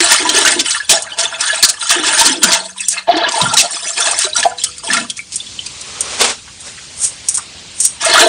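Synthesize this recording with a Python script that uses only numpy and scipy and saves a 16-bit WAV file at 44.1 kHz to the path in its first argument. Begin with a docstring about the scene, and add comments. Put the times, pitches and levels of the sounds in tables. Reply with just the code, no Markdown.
"""Washing leaves in a metal pot

Hands swish leaves in a big pot of water in a yard; bubbles, spray and splashes set the pot ringing.
A dripping bunch is lifted out and dropped on a wicker tray. Wet bangles clink as the hands are
shaken, then the hands plunge back in. The close microphone clips on the loudest splashes."""
import sys
import numpy as np
from scipy import signal
from scipy.fft import rfft, irfft, next_fast_len
from scipy.io import wavfile
from scipy.ndimage import uniform_filter1d

SR = 44100
rng = np.random.default_rng(int(sys.argv[2]) if len(sys.argv) > 2 else 0)


def log_audio(samples):
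    """Write samples as a 16-bit WAV file to the path given in sys.argv[1]."""
    # one column per channel
    frames = np.atleast_2d(samples).T
    # limit to full scale, then quantise
    limited = np.clip(frames, -1, 1)
    pcm = np.round(limited * 32767).astype(np.int16)
    wavfile.write(sys.argv[1], SR, pcm)


N = 365148
TIME = np.arange(N) / SR


def amp(db):
    """Decibels to gain."""
    return 10 ** (np.asarray(db) / 20)


def unit_rms(x):
    """Scales to rms 1."""
    return x / np.sqrt(np.mean(x ** 2) + 1e-20)


def add(mix, start_s, sound):
    """Mixes a sound in at start_s."""
    part = mix[max(round(start_s * SR), 0):][:len(sound)]
    part += sound[:len(part)]


def coloured(x, points):
    """Filters by a spectrum of (Hz, dB) points."""
    size = next_fast_len(len(x) + 1024)
    hz, db = np.transpose(points)
    gain = amp(np.interp(np.log(np.fft.rfftfreq(size, 1 / SR) + 1), np.log(hz), db))
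    return irfft(rfft(x, size) * gain, size)[:len(x)]


def hump(centre_hz, width_oct):
    """Rounded passband, tilted down above 1 kHz, as (Hz, dB) points."""
    hz = np.geomspace(25, 12000, num=40)
    band_db = -10 * np.log10(1 + (np.log2(hz / centre_hz) / width_oct) ** 4)
    return np.transpose([hz, band_db - 1.5 * np.log2(np.maximum(hz, 1000))])


def crackle(per_s, spread_db, wash):
    """Tiny impacts of uneven size over a wash of noise."""
    sizes = amp(spread_db * np.minimum(rng.exponential(1, N), 4)) * rng.choice([-1, 1], N)
    impacts = unit_rms(sizes * (rng.random(N) < per_s / SR))
    return unit_rms(impacts + wash * rng.standard_normal(N))


def held(t, length_s, attack_s, release_s):
    """Envelope: rises from t = 0, holds, decays."""
    t = np.maximum(t, 0)
    return (1 - np.exp(-t / attack_s)) * np.exp(-np.maximum(t - length_s, 0) / release_s)


def burst(grain, start_s, length_s, fall_s):
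    """Slice of grain with a sharp attack, hold and decay."""
    piece = grain[max(round(start_s * SR), 0):][:SR // 4]
    return piece * held(np.arange(len(piece)) / SR, length_s, attack_s=0.00028, release_s=fall_s)


def puffs(rows, width_oct, fall_s):
    """Soft blows: bursts of band noise."""
    out = np.zeros(N)
    for start_s, db, length_s, centre_hz in rows:
        noise = unit_rms(coloured(rng.standard_normal(SR // 4), hump(centre_hz, width_oct)))
        add(out, start_s, amp(db) * burst(noise, 0, length_s, fall_s))
    return out


def swells(rows):
    """Envelope of rubbing movements that each peak and fade."""
    return sum(amp(db) * np.exp(-np.maximum((peak_s - TIME) / rise_s, (TIME - peak_s) / fall_s))
               for peak_s, db, rise_s, fall_s in rows)


def yard(base_db=-33.5):
    """Outdoor rumble and hiss; the background dips around 2.8 s and rises after 5.3 s, once the stirring stops."""
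    # Each row: frequency in Hz, level in dB.
    spectrum = [(18, -61), (30, -13), (70, 5.5), (206, -4.5), (415, -10.5), (739, -11.5), (814, -11),
                (1350, -14), (2240, -12.5), (3140, -11), (4290, -12), (8840, -16), (9500, -16.5),
                (12400, -39), (20900, -120)]
    # Each row: time in seconds, offset in dB.
    drift = [(0, 4.5), (2.8, -5.5), (4.5, 2.5), (5.25, 1), (5.36, 6), (6.2, 6), (6.4, 4.5), (7.5, 4.5),
             (8.28, 3)]
    gain = amp(base_db + np.interp(TIME, *np.transpose(drift)))
    return gain * unit_rms(coloured(rng.standard_normal(N), spectrum))


def agitation(attack_s=0.0099, flutter_db=2.15, flutter_s=0.02):
    """Gulping, bubbling and spray gains: hand strokes and run-off surge over gentle early lapping."""
    # Each row: start in seconds, length in seconds, bubbling in dB, gulp and spray offsets in dB.
    surges = [(0, .19, -16, -7, 1), (0.208, 0.17, -17, -10, -3), (0.331, 0.21, -17.5, -6, 0.5),
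              (0.642, 0.11, -20.5, -24, 0), (0.887, 0.051, -20, 3, 3), (1.017, 0.35, -30.5, -2, -6),
              (1.162, 0.074, -19.5, -4, -3.5), (1.32, 0.052, -29, 1, -12), (1.378, 0.17, -20.5, -16, 0),
              (1.54, 0.14, -26, -5, -4), (1.79, 0.093, -23, -16, 2), (1.895, 0.071, -14, -9, -5),
              (2.026, 0.27, -15.5, -7.5, -0.5), (2.415, 0.15, -16, -3, -1), (2.613, 0.082, -34.5, -25, 5),
              (2.751, 0.017, -24.5, -23, 1), (2.8, 0.045, -28, -25, 3), (2.897, 0.09, -22.5, -12, -8),
              (3.067, 0.2, -18.5, 3.5, -34), (3.297, 0.35, -22, 2.5, -0.5), (3.691, 0.28, -26, -4.5, 3.5),
              (3.963, 0.16, -19, -2, 1.5), (4.165, 0.083, -23, -25, 2), (4.332, 0.1, -24.5, -3.5, 2),
              (4.57, 0.016, -22.5, -16, 1), (4.664, 0.097, -31.5, -11, 1.5), (4.824, .05, -29.5, 3, 3.5),
              (4.881, .11, -20.5, -8, -2), (5.158, 0.029, -37, -27.5, 6.5), (7.998, 0.056, -18.5, -7, -3),
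              (8.056, 0.078, -14, -5.5, -6), (8.124, 0.14, -12.5, -2, -4)]
    lapping = held(TIME, 2.6, attack_s, release_s=0.15)
    power = np.outer(amp([-45.5, -33, -37]), lapping) ** 2
    for start_s, length_s, db, gulp_db, spray_db in surges:
        surge = held(TIME - start_s, length_s, attack_s, release_s=0.048)
        power += np.outer(amp([db + gulp_db, db, db + spray_db]), surge) ** 2
    knots_s = np.arange(0, N / SR + flutter_s, flutter_s)
    tumbling = np.interp(TIME, knots_s, rng.standard_normal(N)[:len(knots_s)])
    return np.sqrt(power) * amp(flutter_db * tumbling)


def bubble(hz, t60_s, rise, attack_cycles):
    """An air pocket rings and climbs in pitch as it nears the surface."""
    t = np.arange(int(max(t60_s, 0.002) * SR)) / SR
    turns = hz * (t + rise * t ** 2 / (2 * t60_s))
    return np.sin(2 * np.pi * turns) * amp(-60 * t / t60_s) * (1 - np.exp(-turns / attack_cycles))


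def bubble_cloud(gain, low_hz, high_hz, cycles, rise, spread_db, count):
    """Bubbles of random size, each scaled by the gain at its birth; small ones die sooner."""
    out, energy = np.zeros(N), 0
    for k, (jitter, size, strength, sustain, depth) in enumerate(rng.random((count, 5))):
        born = int((k + jitter) / count * (N - 1))
        hz = low_hz * (high_hz / low_hz) ** size
        t60_s = cycles * (0.5 + sustain) / hz
        ring = bubble(hz, t60_s, rise * depth, attack_cycles=0.24 * cycles)
        ring *= amp(spread_db * strength ** 2) * np.sqrt(hz)
        energy += np.sum(ring ** 2)
        add(out, born / SR, gain[born] * ring)
    return out / np.sqrt(energy / N)


def stirring():
    """Hands fold air into the water: gulps, bubble chatter, spray and, when stirred hard, a gush."""
    # Each row of both: frequency in Hz, spectral density in dB.
    spray_spectrum = [(300, -26), (1200, -90), (2200, -16), (3300, 11), (5000, 10.5), (7000, 8.5),
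                      (9000, 14.5), (11000, 3.5)]
    gush_spectrum = [(400, -59), (900, 6), (1200, 3.5), (1800, 11), (2200, 0), (3200, 5.5), (4300, -3.5),
                     (6000, -10), (10000, -34)]
    deep, mid, fine = agitation()
    gulps = bubble_cloud(deep * amp(-10), 211, 457, cycles=6.5, rise=0.31, spread_db=12, count=600)
    glugs = bubble_cloud(deep * amp(-1), 590, 1132, cycles=25.3, rise=0.077, spread_db=4.2, count=1400)
    chatter = bubble_cloud(mid * amp(-5.5), 1090, 2030,
                           cycles=11.7, rise=0.055, spread_db=34.5, count=2000)
    tinkle = bubble_cloud(mid * amp(-4), 2332, 4640, cycles=28.6, rise=0.023, spread_db=20, count=3200)
    fizz = bubble_cloud(fine * amp(-5), 4625, 9510, cycles=50, rise=0.051, spread_db=23, count=4500)
    spray = unit_rms(coloured(crackle(per_s=4200, spread_db=12.5, wash=1), spray_spectrum))
    gush = unit_rms(coloured(crackle(per_s=3000, spread_db=1.54, wash=0.71), gush_spectrum))
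    bubbles = gulps + glugs + chatter + tinkle + fizz
    return bubbles + fine * amp(-3) * spray + mid ** 1.46 * amp(6.5) * gush


def splashes(width_oct=0.92, fall_s=0.0059):
    """Each slap of water shatters into drops and a swarm of tiny bubbles."""
    # Each row: start in seconds, level in dB, length in seconds, band centre in Hz.
    slaps = [(.004, -0.5, 0.0018, 3080), (0.106, -6.5, 0.033, 3900), (.291, -4, 0.0093, 4450),
             (.348, -10, 0.0055, 5940), (0.45, -6, 0.019, 3530), (0.476, -3.5, 0.0057, 4150),
             (0.517, -6.5, 0.0067, 6750), (0.592, -5.5, 0.017, 4250), (0.705, -8, 0.012, 6310),
             (0.894, 0.5, 0.031, 5400), (1.186, -9, 0.027, 5300), (1.408, -5, 0.0026, 7900),
             (1.626, 2, 0.027, 6150), (1.688, -4.5, .015, 6700), (1.894, -6.5, 0.033, 4670),
             (2.044, -13.5, 0.05, 3800), (2.185, -3.5, .033, 4950), (2.251, -3, 0.02, 6100),
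             (2.431, 2.5, 0.013, 5150), (2.518, -5, 0.029, 4160), (2.904, -10.5, 0.029, 8500),
             (3.166, -13, 0.014, 2780), (3.286, -13.5, .0067, 3940), (3.32, -15, 0.011, 5000),
             (3.412, -12, 0.014, 4240), (3.537, -5.5, .0052, 6250), (3.568, -2.5, 0.048, 5060),
             (4.005, -11, .012, 7960), (4.189, -5, .008, 8300), (4.209, -11, 0.012, 7160),
             (4.232, -12, 0.021, 4050), (4.362, -7.5, 0.0049, 6230), (4.396, -11, 0.0091, 5200),
             (4.428, -10.5, 0.013, 3300), (4.637, -4.5, 0.0089, 7200), (4.781, -17.5, 0.0041, 8500),
             (4.932, -9.5, .006, 5020), (4.967, -10, .009, 2730), (5.1003, -9.5, 0.0022, 6350),
             (5.169, -19, 0.0032, 6500), (5.322, -19.5, 0.027, 6900), (5.662, -16.5, .005, 6460),
             (5.81, -20, 0.0067, 7500), (8.194, -4.5, 0.017, 6130)]
    out = np.zeros(N)
    swarm = bubble_cloud(np.ones(N), 1741, 10200, cycles=50, rise=0.11, spread_db=38, count=4000)
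    grain = crackle(per_s=5000, spread_db=3, wash=0.4) + 0.33 * swarm
    for start_s, db, length_s, centre_hz in slaps:
        slap = coloured(burst(grain, start_s, length_s, fall_s), hump(centre_hz, width_oct))
        rms = np.sqrt(np.sum(slap ** 2) / ((length_s + fall_s / 2) * SR))
        add(out, start_s, amp(db) * slap / rms)
    return out


def plops(t60_at_1khz_s=0.066):
    """Single bubbles that stand out, from deep plops to high drips."""
    # Each row: start in seconds, pitch in Hz, relative level in dB.
    bubbles = [(.005, 338, -7.5), (.065, 1120, -12.5), (.118, 1813, 4), (.119, 945, -7), (.252, 969, -6),
               (.343, 392, -12), (.381, 398, -8.5), (.45, 1505, 2.5), (.473, 1836, 0.5), (0.564, 335, -10),
               (0.748, 1790, -4.5), (.802, 1680, -7.5), (0.972, 1710, -10), (1.074, 1600, -14),
               (1.12, 3000, -13.5), (1.254, 3500, -4.5), (1.44, 1465, -7), (1.5, 1682, -3),
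               (1.529, 640, -17), (1.633, 1696, -3.5), (1.963, 344, -13), (1.994, 306, -10.5),
               (2.211, 924, -1.5), (2.3, 275.6, -8.5), (2.323, 273, -9.5), (2.441, 1464, 2.5),
               (2.558, 931, -12), (2.762, 1020, -21.5), (2.804, 2584, -15), (2.973, 2090, -16),
               (3.074, 700, -19), (3.082, 713, -1), (3.091, 734, 4.5), (3.138, 310, -8), (3.164, 334, -6.5),
               (3.173, 743, -7), (3.242, 1643, -3.5), (3.339, 927, -7.5), (3.376, 840, -4.5),
               (3.403, 1020, -4), (3.415, 3810, 0.5), (3.456, 1396, -6), (3.51, 1330, -6.5),
               (3.534, 868, -6), (3.573, 3860, 2), (4.022, 3530, -7), (4.248, 387, -16),
               (4.267, 615, -16.5), (4.332, 3880, -7.5), (4.356, 1405, -10.5), (4.368, 5750, -1.5),
               (4.429, 1716, -5.5), (4.449, 794, -4.5), (4.455, 744, 5.5), (4.515, 1450, -16.5),
               (4.585, 4020, -11), (4.617, 3260, -10.5), (4.668, 3080, -14), (4.875, 3260, -11),
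               (4.902, 1755, -2.5), (4.941, 1346, -5), (4.968, 1828, -3.5), (5.099, 3265, -10.5),
               (5.192, 2310, -9), (5.402, 3520, -12.5), (5.468, 3360, -21.5), (5.591, 3077, -8.5),
               (5.663, 4700, -17), (8.062, 641, -8.5), (8.139, 757, -1.5), (8.156, 1248, 3),
               (8.177, 1443, 2.5), (8.222, 673, -6), (8.261, 647, -4)]
    out = np.zeros(N)
    for start_s, hz, db in bubbles:
        t60_s = t60_at_1khz_s * (1000 / hz) ** 0.77
        add(out, start_s, amp(db + 3) * bubble(hz, t60_s, rise=0.027, attack_cycles=0.44))
    return out


def pot_belly(water, t60_s=0.048, spacing_s=0.0014):
    """Sound bounces around the pot's round belly."""
    response = np.zeros(SR // 8)
    for k in range(32):
        delay_s = (k + 1 + rng.random()) * spacing_s
        response[int(delay_s * SR)] = rng.choice([-1, 1]) * amp(-60 * delay_s / t60_s)
    return signal.fftconvolve(water, response / np.linalg.norm(response))[:N]


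def pot_ring(water):
    """Water drives the modes of the pot's wall and of the air inside."""
    # Each row: frequency in Hz, relative level in dB, t60 in seconds.
    modes = [(188.7, -1, 2.7), (272, -20, 0.5), (386, -17, 0.23), (491.3, 4, 1.8), (546, -23, 0.35),
             (536, -34, 0.44), (621, -17, 0.24), (687.3, 2, 0.29), (699.3, 8, 0.12), (883, -27.5, 0.7),
             (942, -32, 0.64), (930, -15, 0.2), (995, 3, 0.39), (1175, -1, 0.083), (1190, -11, 0.28),
             (1279, 2, 0.33), (1557, 2.5, 0.38)]
    t = np.arange(SR) / SR
    response = sum(amp(db) * np.sin(2 * np.pi * hz * t) * amp(-60 * t / t60_s) / np.sqrt(t60_s)
                   for hz, db, t60_s in modes)
    return amp(31.5) / SR * signal.fftconvolve(water, response)[:N]


def wall_echoes(x, t60_s=0.41, delay_s=0.006, per_s=3000):
    """Sparse, decaying reflections off the yard walls."""
    t = np.arange(SR // 2) / SR
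    reflections = rng.choice([-1, 1], len(t)) * (rng.random(len(t)) < per_s / SR)
    response = reflections * (t > delay_s) * amp(-60 * t / t60_s)
    return signal.fftconvolve(x, response / np.linalg.norm(response))[:N]


def heaving():
    """Water heaves in the pot with dull thumps."""
    # Each row: start in seconds, level in dB, length in seconds, band centre in Hz.
    thumps = [(.2, -20, 0.21, 322), (.42, -21, 0.19, 308), (.9, -27.5, 0.023, 192), (1.622, -35, 0.02, 141),
              (1.95, -24.5, 0.13, 337), (2.25, -21, 0.16, 302), (2.432, -13.5, 0.0087, 204),
              (3.14, -37, 0.08, 350), (3.42, -10, 0.032, 145), (3.58, -29, 0.024, 188),
              (4.885, -21.5, 0.13, 231), (8.205, -12, 0.077, 388)]
    return puffs(thumps, width_oct=0.27, fall_s=0.039)


def bangles():
    """Thin bangles knock together and slide along the wrist; longer clinks settle more slowly."""
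    # Each row: frequency in Hz, level in dB.
    spectrum = [(1000, -28), (4000, -16), (5000, -10.5), (5750, -2.5), (6200, -6.5), (6600, -1), (7700, -4),
                (8600, 4.5), (9200, 0), (10000, -2.5), (11000, 3.5)]
    # Each row: start in seconds, relative level in dB, length in seconds.
    clinks = [(1.022, -6, 0.0027), (2.805, -11, 0.0037), (2.884, 1.5, 0.0028), (5.3575, -9.5, .004),
              (6.007, -3.5, 0.0025), (6.604, -24.5, .0045), (7.2855, 1, 0.0014), (7.343, -10, 0.0086),
              (7.372, -9.5, 0.0052), (7.802, -3.5, 0.0026), (7.85, -2.5, 0.006), (8.046, -9, 0.013)]
    # Each row: peak time in seconds, level in dB, rise and fall in seconds.
    slides = [(6.67, -24, 0.035, .03), (7.05, -1, 0.026, 0.019), (7.3, -13.5, 0.024, 0.031),
              (7.846, -3.5, 0.029, 0.019)]
    out = np.zeros(N)
    chatter = unit_rms(coloured(crackle(per_s=3700, spread_db=3.9, wash=0.68), spectrum))
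    for start_s, db, length_s in clinks:
        clink = burst(chatter, start_s, length_s, fall_s=0.004 + 0.85 * length_s)
        add(out, start_s, amp(db + 3.5) * clink)
    return out + swells(slides) * chatter


def leaves():
    """Wet leaves brush each other and land on the wicker."""
    # Each row: peak time in seconds, level in dB, rise and fall in seconds.
    rustles = [(6.15, -21.5, 0.22, 0.027), (6.218, -2, .012, 0.0088), (6.25, -8.5, 0.013, .016),
               (6.3, -13, 0.036, 0.026), (6.68, -27, 0.047, 0.046), (7.05, -31, 0.11, 0.1)]
    # Each row: frequency in Hz, level in dB.
    spectrum = [(47, -49), (80, -6), (182, -23), (240, 3), (318, -10), (396, 2.5), (898, -3), (1340, -1),
                (1570, -6), (3040, -5), (9500, -11.5), (12400, -30), (20900, -120)]
    return swells(rustles) * unit_rms(coloured(crackle(per_s=3000, spread_db=1.9, wash=0.99), spectrum))


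def tray_taps():
    """Soft taps on the wicker tray."""
    # Each row: start in seconds, level in dB, length in seconds, band centre in Hz.
    taps = [(6.476, -31, 0.009, 1140), (6.775, -32.5, 0.012, 1880), (7.378, -22.5, 0.0086, 1100)]
    return puffs(taps, width_oct=0.44, fall_s=0.016)


def suppressor(x, floor_db=-62, depth_db=13, follow_db=-14, memory_s=0.32):
    """Turns down faint time-frequency patches; the threshold lags high after loud sound."""
    spectra = signal.stft(x, nperseg=512, noverlap=384)[2]
    power = uniform_filter1d(abs(spectra) ** 2, size=5, axis=0)
    power = abs(uniform_filter1d(power, size=7, axis=1))
    pole = np.exp(-(N / SR) / spectra.shape[1] / memory_s)
    recent = signal.lfilter([1 - pole], [1, -pole], power, axis=1)
    threshold = amp(floor_db) ** 2 + amp(follow_db) ** 2 * recent
    faintness = 1 / (1 + power / threshold)
    return signal.istft(spectra * amp(-depth_db * faintness), nperseg=512, noverlap=384)[1][:N]


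def scene():
    """Water echoes and rings in the pot; the yard walls return a little of every close sound."""
    churn, slaps, drops, heaves = stirring(), splashes(), plops(), heaving()
    direct = amp(-0.5) * churn + amp(-2.5) * (slaps + drops) + heaves
    hollow = amp(-3.5) * pot_belly(churn + amp(-16.5) * slaps + amp(-1) * drops)
    ring = pot_ring(amp(-1) * churn + amp(6) * slaps + amp(1.5) * drops + heaves)
    near = direct + hollow + ring + bangles() + leaves() + tray_taps()
    return (near + amp(-12.5) * wall_echoes(near) + yard())[None]


def record(dry, hiss_db=-67.5, ceiling=0.96, cutoff_hz=15700):
    """Suppressor, microphone colour and self-noise, peak clipping, band limit."""
    # Each row: frequency in Hz, gain in dB.
    mic_response = [(20, -17), (9300, 2.5), (9900, -3.5), (10500, -11.5), (11200, -30.5), (12000, -89),
                    (15000, -59)]
    heard = coloured(suppressor(dry[0]), mic_response) + amp(hiss_db) * rng.standard_normal(N)
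    clipped = np.clip(heard, -ceiling, ceiling)
    lowpass = signal.firwin(401, cutoff_hz, window=("kaiser", 7), fs=SR)
    return signal.oaconvolve(clipped, lowpass, "same")[None]


dry = scene()
out = record(dry)
log_audio(out)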